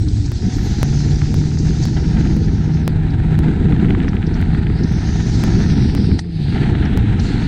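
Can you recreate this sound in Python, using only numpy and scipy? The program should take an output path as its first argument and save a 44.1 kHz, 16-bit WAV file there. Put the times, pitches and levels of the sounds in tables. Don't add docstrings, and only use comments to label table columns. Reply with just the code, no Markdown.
import sys
import numpy as np
from scipy import signal
from scipy.fft import rfft, irfft, next_fast_len
from scipy.io import wavfile
from scipy.ndimage import uniform_filter1d, minimum_filter1d, map_coordinates

SR = 44100
rng = np.random.default_rng(int(sys.argv[2]) if len(sys.argv) > 2 else 0)


def dump_mix(stems):
    frames = np.atleast_2d(stems).T
    limited = np.clip(frames, -1, 1)
    pcm = np.round(limited * 32767).astype(np.int16)
    wavfile.write(sys.argv[1], SR, pcm)


N = 329427

# (time [s], firing rate [Hz], level [dB])
ENGINE_COURSE = [(0, 102.9, -22), (.17, 109, -20), (.35, 117, -27), (.52, 124, -22.5), (.7, 133, -28.5),
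                 (.82, 141, -19.5), (1, 145, -17), (1.37, 150, -20), (1.6, 153, -17), (1.85, 154, -20),
                 (2.5, 155.5, -21.5), (2.8, 155.8, -18), (3.2, 155.5, -20), (3.38, 156, -15),
                 (3.54, 157, -23.5), (3.71, 157.5, -15.5), (3.87, 159.5, -24), (4.95, 161, -24.5),
                 (5.3, 161.3, -22), (5.47, 161.3, -25), (5.58, 161.2, -23), (6.15, 164, -26),
                 (6.25, 174.2, -24.5), (6.35, 162.2, -25), (6.4, 150.9, -17), (6.46, 137.2, -21),
                 (6.55, 133.1, -30), (6.92, 128, -24), (7.05, 111, -19), (7.25, 73, -23.5), (7.47, 66, -32)]
# (time [s], strength [dB], extra crackle [dB])
WIND_COURSE = [(0, -5.5, -5), (.3, -10.5, 2.5), (.62, -1.5, 0), (1.3, -3, -0.5), (1.75, -2.5, -2),
               (2.2, 1.5, 0), (2.4, 1, -5.5), (2.75, -3, 1.5), (3.1, -2.5, 3), (3.4, 0, 2), (3.85, 4.5, -4),
               (4.2, 0.5, 0.5), (4.8, -1, 2), (5.2, -3, 3.5), (5.5, 4.5, -1.5), (5.85, 3.5, -5),
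               (6.12, 2.5, -6.5), (6.7, 3.5, -1.5), (7.1, 1.5, -1.5), (7.47, 3.5, -2)]
TOP_HZ = 16000
TONE_FADE_DB = 31.5
LEE_S, LEE_DROP_S, LEE_HOLD_S, LEE_RETURN_S = 6.165, 0.058, 0.093, 0.22
LEE_CRACKLE_DB = -16.5


def amp(db):
    return 10 ** (np.asarray(db) / 20)


def unit(x):
    return x / np.sqrt(np.mean(x ** 2) + 1e-20)


def curves(rows):
    s, *columns = np.transpose(rows)
    t = np.arange(N) / SR
    return [np.interp(t, s, column) for column in columns]


def wobble(rate):
    knots = rng.standard_normal(int(N * rate / SR) + 4)
    return map_coordinates(knots, [np.arange(N) * rate / SR])


def filtered(x, response):
    m = next_fast_len(N + SR // 2)
    spectrum = rfft(x, m) * response(np.fft.rfftfreq(m, 1 / SR))
    return irfft(spectrum, m)[..., :N]


def coloured(x, points):
    f, db = np.transpose(points)
    return unit(filtered(x, lambda hz: amp(np.interp(np.log(hz + 1), np.log(f), db))))


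def noise():
    return rng.standard_normal(N)


def steadied(x, seconds, share):
    power = np.abs(uniform_filter1d(x ** 2, max(int(seconds * SR), 2))) + 1e-3
    return unit(x / power ** (np.clip(share, 0, 1) / 2))


def swell(start, rise, hold, fade):
    t = np.arange(N) / SR - start
    return np.minimum(1, np.minimum(t / rise, 1 - (t - rise - hold) / fade))


def lee():
    return np.maximum(0, swell(LEE_S, LEE_DROP_S, LEE_HOLD_S, LEE_RETURN_S))


def bursts(rows):
    fall_db, rise_share = 8.5, 0.55
    power, t = np.zeros(N), np.arange(N) / SR
    for s, db, decay in rows:
        near = slice(max(0, round((s - 2 * decay) * SR)), round((s + 10 * decay) * SR))
        lag = (t[near] - s) / decay
        power[near] += amp(db - fall_db * np.maximum(lag, -lag / rise_share)) ** 2
    return np.sqrt(power)


def whistle(hz, db, presence, waver):
    flutter_db = 3 * wobble(25)
    gain = amp(db + TONE_FADE_DB * (presence - 1) + flutter_db)
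    cycles = np.cumsum(hz * (1 + waver * wobble(120))) / SR
    return np.sqrt(2) * gain * np.sin(2 * np.pi * cycles)


def ticks():
    step_heights = [.17, 0.73, 0.28, 0.23, 0.12, 0.65, 0.24, 0.054, .11, 0.067, 0.45, 0.3, 0, 0.33]
    start_s, beat_s, settle_s = .3186, .512, 0.0023
    out, t = np.zeros(N), np.arange(N) / SR
    for beat, height in enumerate(step_heights):
        s = start_s + beat * beat_s
        near = slice(round(s * SR) - SR // 100, round(s * SR) + SR // 100)
        lag = t[near] - s
        side = np.where(lag < 0, -1, 1)
        out[near] += height / 2 * side * np.exp(-np.abs(lag) / settle_s)
    return out


def wind():
    # (frequency [Hz], density [dB per Hz])
    buffet_colour = [(10, -38.5), (22, -7), (42, 1), (70, 4.5), (120, 2), (170, -11.5), (260, -33),
                     (500, -86.5)]
    roar_colour = [(70, -7.5), (128, -1), (158, 0), (195, 2), (250, -4.5), (310, -6.5), (410, -14.5),
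                   (500, -23), (570, -45.5), (900, -83)]
    crackle_colour = [(400, -12), (570, -6.5), (740, 3.5), (950, -0.5), (1120, -17), (1300, -3.5),
                      (1750, -2.5), (2300, -9), (3100, -15), (3900, -13.5), (5500, -28), (8500, -29),
                      (11000, -58), (14000, -96)]
    # (time [s], change [dB])
    lulls = [(.41, -2), (.51, -17), (.75, -11), (1.77, -4), (3.53, -6), (4.11, -3.5), (4.22, -7.5),
             (4.87, -10), (5.1, 0.5)]
    # (time [s], boost [dB])
    gusts = [(.05, 6), (0.461, 9.5), (1.4, 4.5), (2.2, 4), (3.48, 3.5), (4.7, 2.5), (4.83, 7.5)]
    lull_width_s, gust_width_s = 0.013, 0.034
    t = np.arange(N) / SR
    strength_db, extra_db = curves(WIND_COURSE)
    shelter = lee()
    eddies = wobble(26)
    upward = np.clip((t - LEE_S) / LEE_DROP_S, 0, 1)
    gust_db = sum(db * np.exp(-((t - s) / gust_width_s) ** 2) for s, db in gusts)
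    lull_db = sum(db * np.exp(-((t - s) / lull_width_s) ** 2) for s, db in lulls)
    sputter_db = 0.34 * amp(0.49 * strength_db) * eddies

    buffet_db = -17 + 0.053 * strength_db - 10 * shelter + lull_db
    roar_db = -19 + strength_db - 14.5 * shelter - upward + lull_db
    roar_db = roar_db + gust_db + 1.16 * eddies
    crackle_db = -38 + 1.28 * strength_db + LEE_CRACKLE_DB * shelter + extra_db + sputter_db

    buffet = steadied(coloured(noise(), buffet_colour), seconds=0.1, share=0.2)
    uneven = noise() * amp(2.73 * wobble(90))
    roar = steadied(coloured(uneven, roar_colour), seconds=.06, share=.75)
    pressure = np.clip(unit(buffet + roar), -2, 2)
    crackle = coloured(noise() * amp(1.5 * pressure + 2.0 * wobble(60)), crackle_colour)
    return amp(buffet_db) * buffet + amp(roar_db) * roar + amp(crackle_db) * crackle


def torn_air(rows):
    # (frequency [Hz], density [dB per Hz])
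    torn_colour = [(300, -9), (570, -5.5), (780, 7.5), (1120, -15), (1400, 0.5), (1800, 1.5), (2600, -9.5),
                   (3500, -7.5), (4600, -24.5), (9000, -44), (13000, -89.5)]
    return bursts(rows) * steadied(coloured(noise(), torn_colour), seconds=0.0035, share=0.24)


def surges():
    # (time [s], level [dB], decay time [s])
    surge_rows = [(1.971, -27, .008), (2.17, -30, .0061), (2.211, -28, 0.0036), (3.764, -27.5, 0.0027),
                  (3.799, -28, 0.0063), (6.192, -23, .004), (6.562, -29, 0.014), (6.583, -31, 0.0077),
                  (6.628, -27, 0.018), (6.662, -29.5, 0.014), (6.691, -29.5, 0.006), (6.754, -26, .005),
                  (6.828, -28, 0.012), (6.86, -31.5, .022), (6.935, -33, 0.022), (7.33, -32.5, 0.023)]
    return torn_air(surge_rows)


def chirp(db, pitch, peak_s):
    start_hz, end_hz, glide_s = 3866, 955, 0.00124
    push_hz, push_db = 149, 10
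    t = np.arange(SR // 60) / SR
    hz = pitch * (end_hz + (start_hz - end_hz) * np.exp(-t / glide_s))
    envelope = (t / peak_s * np.exp(1 - t / peak_s)) ** 2
    zipping = np.sin(2 * np.pi * np.cumsum(hz) / SR) * envelope
    push = np.sin(2 * np.pi * push_hz * t) * np.sin(np.pi * np.minimum(push_hz * t, 1))
    return amp(db) * (zipping + amp(push_db) * push)


def snaps():
    # (time [s], level of the zip before its push is added [dB])
    loud_snaps = [(1.2168, -23), (3.7224, -22), (3.7252, -26), (3.7280, -28), (3.7475, -31), (3.7954, -31),
                  (3.8458, -25), (3.8847, -27.5), (3.9056, -19.5), (3.9251, -37), (3.9485, -18.5),
                  (4.002, -24.5), (4.0448, -23.5), (4.0807, -20.5), (4.1316, -25), (4.1675, -26),
                  (4.2269, -27), (4.4245, -24.5), (4.547, -23.5), (4.6679, -24), (4.6998, -28),
                  (6.751, -24)]
    patter_per_s, patter_db, patter_scatter_db, patter_grows = 36, -35, 5, 0.92
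    peak_s, pitch_scatter = 0.0014, .14
    rasp_db, rasp_s = -8, .003
    strength_db = curves(WIND_COURSE)[0] + LEE_CRACKLE_DB * lee()
    rows = list(loud_snaps)
    for when, size in rng.uniform(size=(int(patter_per_s * N / SR), 2)):
        db = patter_db + patter_grows * strength_db[int(when * N)]
        rows.append((when * N / SR, db + patter_scatter_db * (2 * size - 1)))
    out = np.zeros(N + SR)
    for s, db in rows:
        snap = chirp(db, np.exp(pitch_scatter * rng.standard_normal()), peak_s)
        out[round(s * SR):][:len(snap)] += snap
    rasps = [(s + peak_s, db + rasp_db, rasp_s) for s, db in rows]
    return out[:N] + torn_air(rasps)


def wash():
    # (frequency [Hz], density [dB per Hz])
    wash_colour = [(500, -28), (1600, 3), (4100, -6), (4900, -29), (9000, -68)]
    start_s, rise_s, level_db = 6.28, 0.64, -40.5
    presence = np.clip((np.arange(N) / SR - start_s) / rise_s, 0, 1)
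    return amp(level_db) * presence * coloured(noise() * amp(1.6 * wobble(200)), wash_colour)


def mist():
    # (frequency [Hz], density [dB per Hz])
    mist_colour = [(9500, -37), (11400, 0), (13000, -3), (15000, -40)]
    presence = swell(start=0.526, rise=0.026, hold=.11, fade=.33)
    level_db = -60 + TONE_FADE_DB * (presence - 1) + 2 * wobble(70)
    return amp(level_db) * coloured(noise(), mist_colour)


def splashes():
    # (time [s], level [dB], pitch [Hz], decay time [s])
    spits = [(.086, -31, 4930, 0.003), (.262, -33, 5800, .004), (1.16, -32, 5000, 0.0046),
             (1.59, -33.5, 6000, .016), (1.835, -32, 6000, .016), (3.106, -39.5, 4650, 0.0061),
             (4.087, -38.5, 5000, .007), (4.269, -38.5, 4900, 0.0081), (4.343, -39, 5200, 0.0083),
             (4.837, -33.5, 5330, 0.0054), (6.193, -26, 5140, 0.0044), (6.194, -40, 7800, 0.01),
             (6.856, -38, 4870, 0.0054), (7.199, -28, 5330, 0.0037), (7.25, -43.5, 6440, 0.072),
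             (7.42, -48, 5800, .04)]
    out = np.zeros(N)
    for s, db, hz, decay in spits:
        edges_hz = [hz * 0.72, min(hz * 1.18, TOP_HZ)]
        band = signal.butter(5, edges_hz, "band", fs=SR, output="sos")
        out += bursts([(s, db, decay)]) * unit(signal.sosfilt(band, noise()))
    return out


def hiss(firings):
    # (time [s], level before the band narrows [dB], end of the bright part [Hz])
    hiss_course = [(0, -45.5, 8260), (.38, -42.5, 7540), (.6, -38, 7420), (1.9, -40, 7400),
                   (2.77, -48, 6860), (2.95, -55.5, 4040), (4.17, -63, 3880), (4.28, -53, 4530),
                   (4.72, -51.5, 4900), (4.9, -43, 6350), (5.4, -37, 7600), (5.8, -40, 5900),
                   (6.15, -44.5, 5200), (6.44, -39, 4800), (6.73, -48.5, 4400), (7.15, -51, 3740),
                   (7.22, -42.5, 4470), (7.33, -41, 4670), (7.47, -45, 4740)]
    # (frequency [Hz], density [dB per Hz])
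    air_colour = [(900, -44.5), (1700, -6), (3100, -7), (4100, 0.5), (6300, -1.5), (7200, -8.5), (8300, -1),
                  (9800, -10.5), (12000, -28.5), (13500, -34.5), (15000, -76)]
    level_db, edge_hz = curves(hiss_course)
    throb_db = 0.88 * np.sin(2 * np.pi * firings) + 1.16 * wobble(35)
    air = coloured(noise() * amp(throb_db), air_colour)
    hz, t, z = signal.stft(air, SR, nperseg=512)
    patches = uniform_filter1d(rng.standard_normal(z.shape), size=5, axis=0)
    patches = unit(uniform_filter1d(patches, size=12, axis=1))
    edge_hz = np.interp(t, np.arange(N) / SR, edge_hz)
    edge_gain = 1 / np.sqrt(1 + (hz[:, None] / edge_hz) ** 60) + amp(-16.0)
    dulled = z * amp(1.8 * patches) * edge_gain
    dulled = dulled * (7000 / np.minimum(edge_hz, 7000)) ** 1.46
    fits_db = np.interp(level_db, [-55, -43], [2, .8]) * wobble(17)
    gain = amp(level_db + fits_db - 9.5 * lee())
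    return gain * signal.istft(dulled, SR, nperseg=512)[1][:N]


def oncoming():
    # (time [s], pitch [Hz], level [dB])
    passing = [(5.2, 187, -82), (5.5, 173, -27), (5.8, 130.4, -19), (6, 109, -28), (6.1, 87.6, -25),
               (6.17, 84, -14.5), (6.3, 80.4, -78)]
    hz, db = curves(passing)
    note = whistle(hz, db, 1, waver=0.022)
    return note + whistle(2 * hz, db - 8, 1, waver=0.025)


def rival():
    t = np.arange(N) / SR
    hold_s, fade_s = 0.26, 0.18
    leaving = np.minimum(1, 1 - (t - hold_s) / fade_s)
    nearing = swell(start=4.2, rise=0.44, hold=1.1, fade=0.49)
    sagging_hz = 305.4 - 73 * t
    note = whistle(sagging_hz, -33.5, leaving, waver=0.0044)
    return note + whistle(1815, -51.5, nearing, waver=.006)


def boom():
    presence = swell(start=.65, rise=.14, hold=1.45, fade=.3)
    return whistle(63.7, -27.5, presence, waver=0.112)


def turbo():
    presence = swell(start=0, rise=.9, hold=0.91, fade=0.4)
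    whistle_hz = 40.6 * curves(ENGINE_COURSE)[0]
    return whistle(whistle_hz, -52.5, presence, waver=0.022)


def engine(firings):
    # (multiple of the firing rate [1], level [dB])
    low_orders = [(.5, -15), (1, 0.12), (1.5, -20), (2, -17.5), (2.5, -24.5)]
    # (multiple of the firing rate [1], centre [Hz], half width [Hz], level [dB])
    singing_orders = [(3, 358, 18, -14), (6, 775, 62, -24.5)]
    # (frequency [Hz], level [dB])
    pipe_colour = [(200, -35), (400, 10), (570, 0), (780, 8.5), (1120, -20), (1600, -8.5), (3000, -22.5),
                   (8000, -53.5), (13000, -98)]
    firing_hz, level_db = curves(ENGINE_COURSE)
    drone = np.zeros(N)
    for order, db in low_orders:
        unrest = 0.046 + 0.49 * abs(order - 1)
        gain = amp(db + 0.7 * wobble(10.0))
        drone += gain * np.sin(2 * np.pi * order * firings + unrest * wobble(18))
    climbing = uniform_filter1d(1.0 * (np.gradient(firing_hz) > 0), size=2000)
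    for order, hz, width_hz, db in singing_orders:
        resonance = 1 / (1 + ((order * firing_hz - hz) / width_hz) ** 8)
        sing = climbing * amp(db + 3.5 * wobble(24)) * resonance
        drone += sing * np.sin(2 * np.pi * order * firings)
    scatter = .03 * wobble(110)
    pulses = np.diff(np.floor(firings + scatter), prepend=0) * amp(3.4 * noise())
    rasp = amp(-28.5) * coloured(pulses, pipe_colour)
    return amp(level_db) * (np.sqrt(2) * drone + rasp)


def scene():
    firing_hz = curves(ENGINE_COURSE)[0] * (1 + .003 * wobble(14))
    firings = np.cumsum(firing_hz) / SR
    boats = engine(firings) + turbo() + boom() + rival() + oncoming()
    air = wind() + hiss(firings) + snaps() + surges()
    water = splashes() + mist() + wash()
    return (boats + air + water + ticks())[None]


def record(dry):
    needed = np.minimum(1, .76 / (np.abs(dry) + 1e-9))
    gain = uniform_filter1d(minimum_filter1d(needed, size=500), size=400)
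    low_pass = signal.ellip(10, .1, 90, TOP_HZ, fs=SR, output="sos")
    return signal.sosfilt(low_pass, dry * gain)


dry = scene()
out = record(dry)
dump_mix(out)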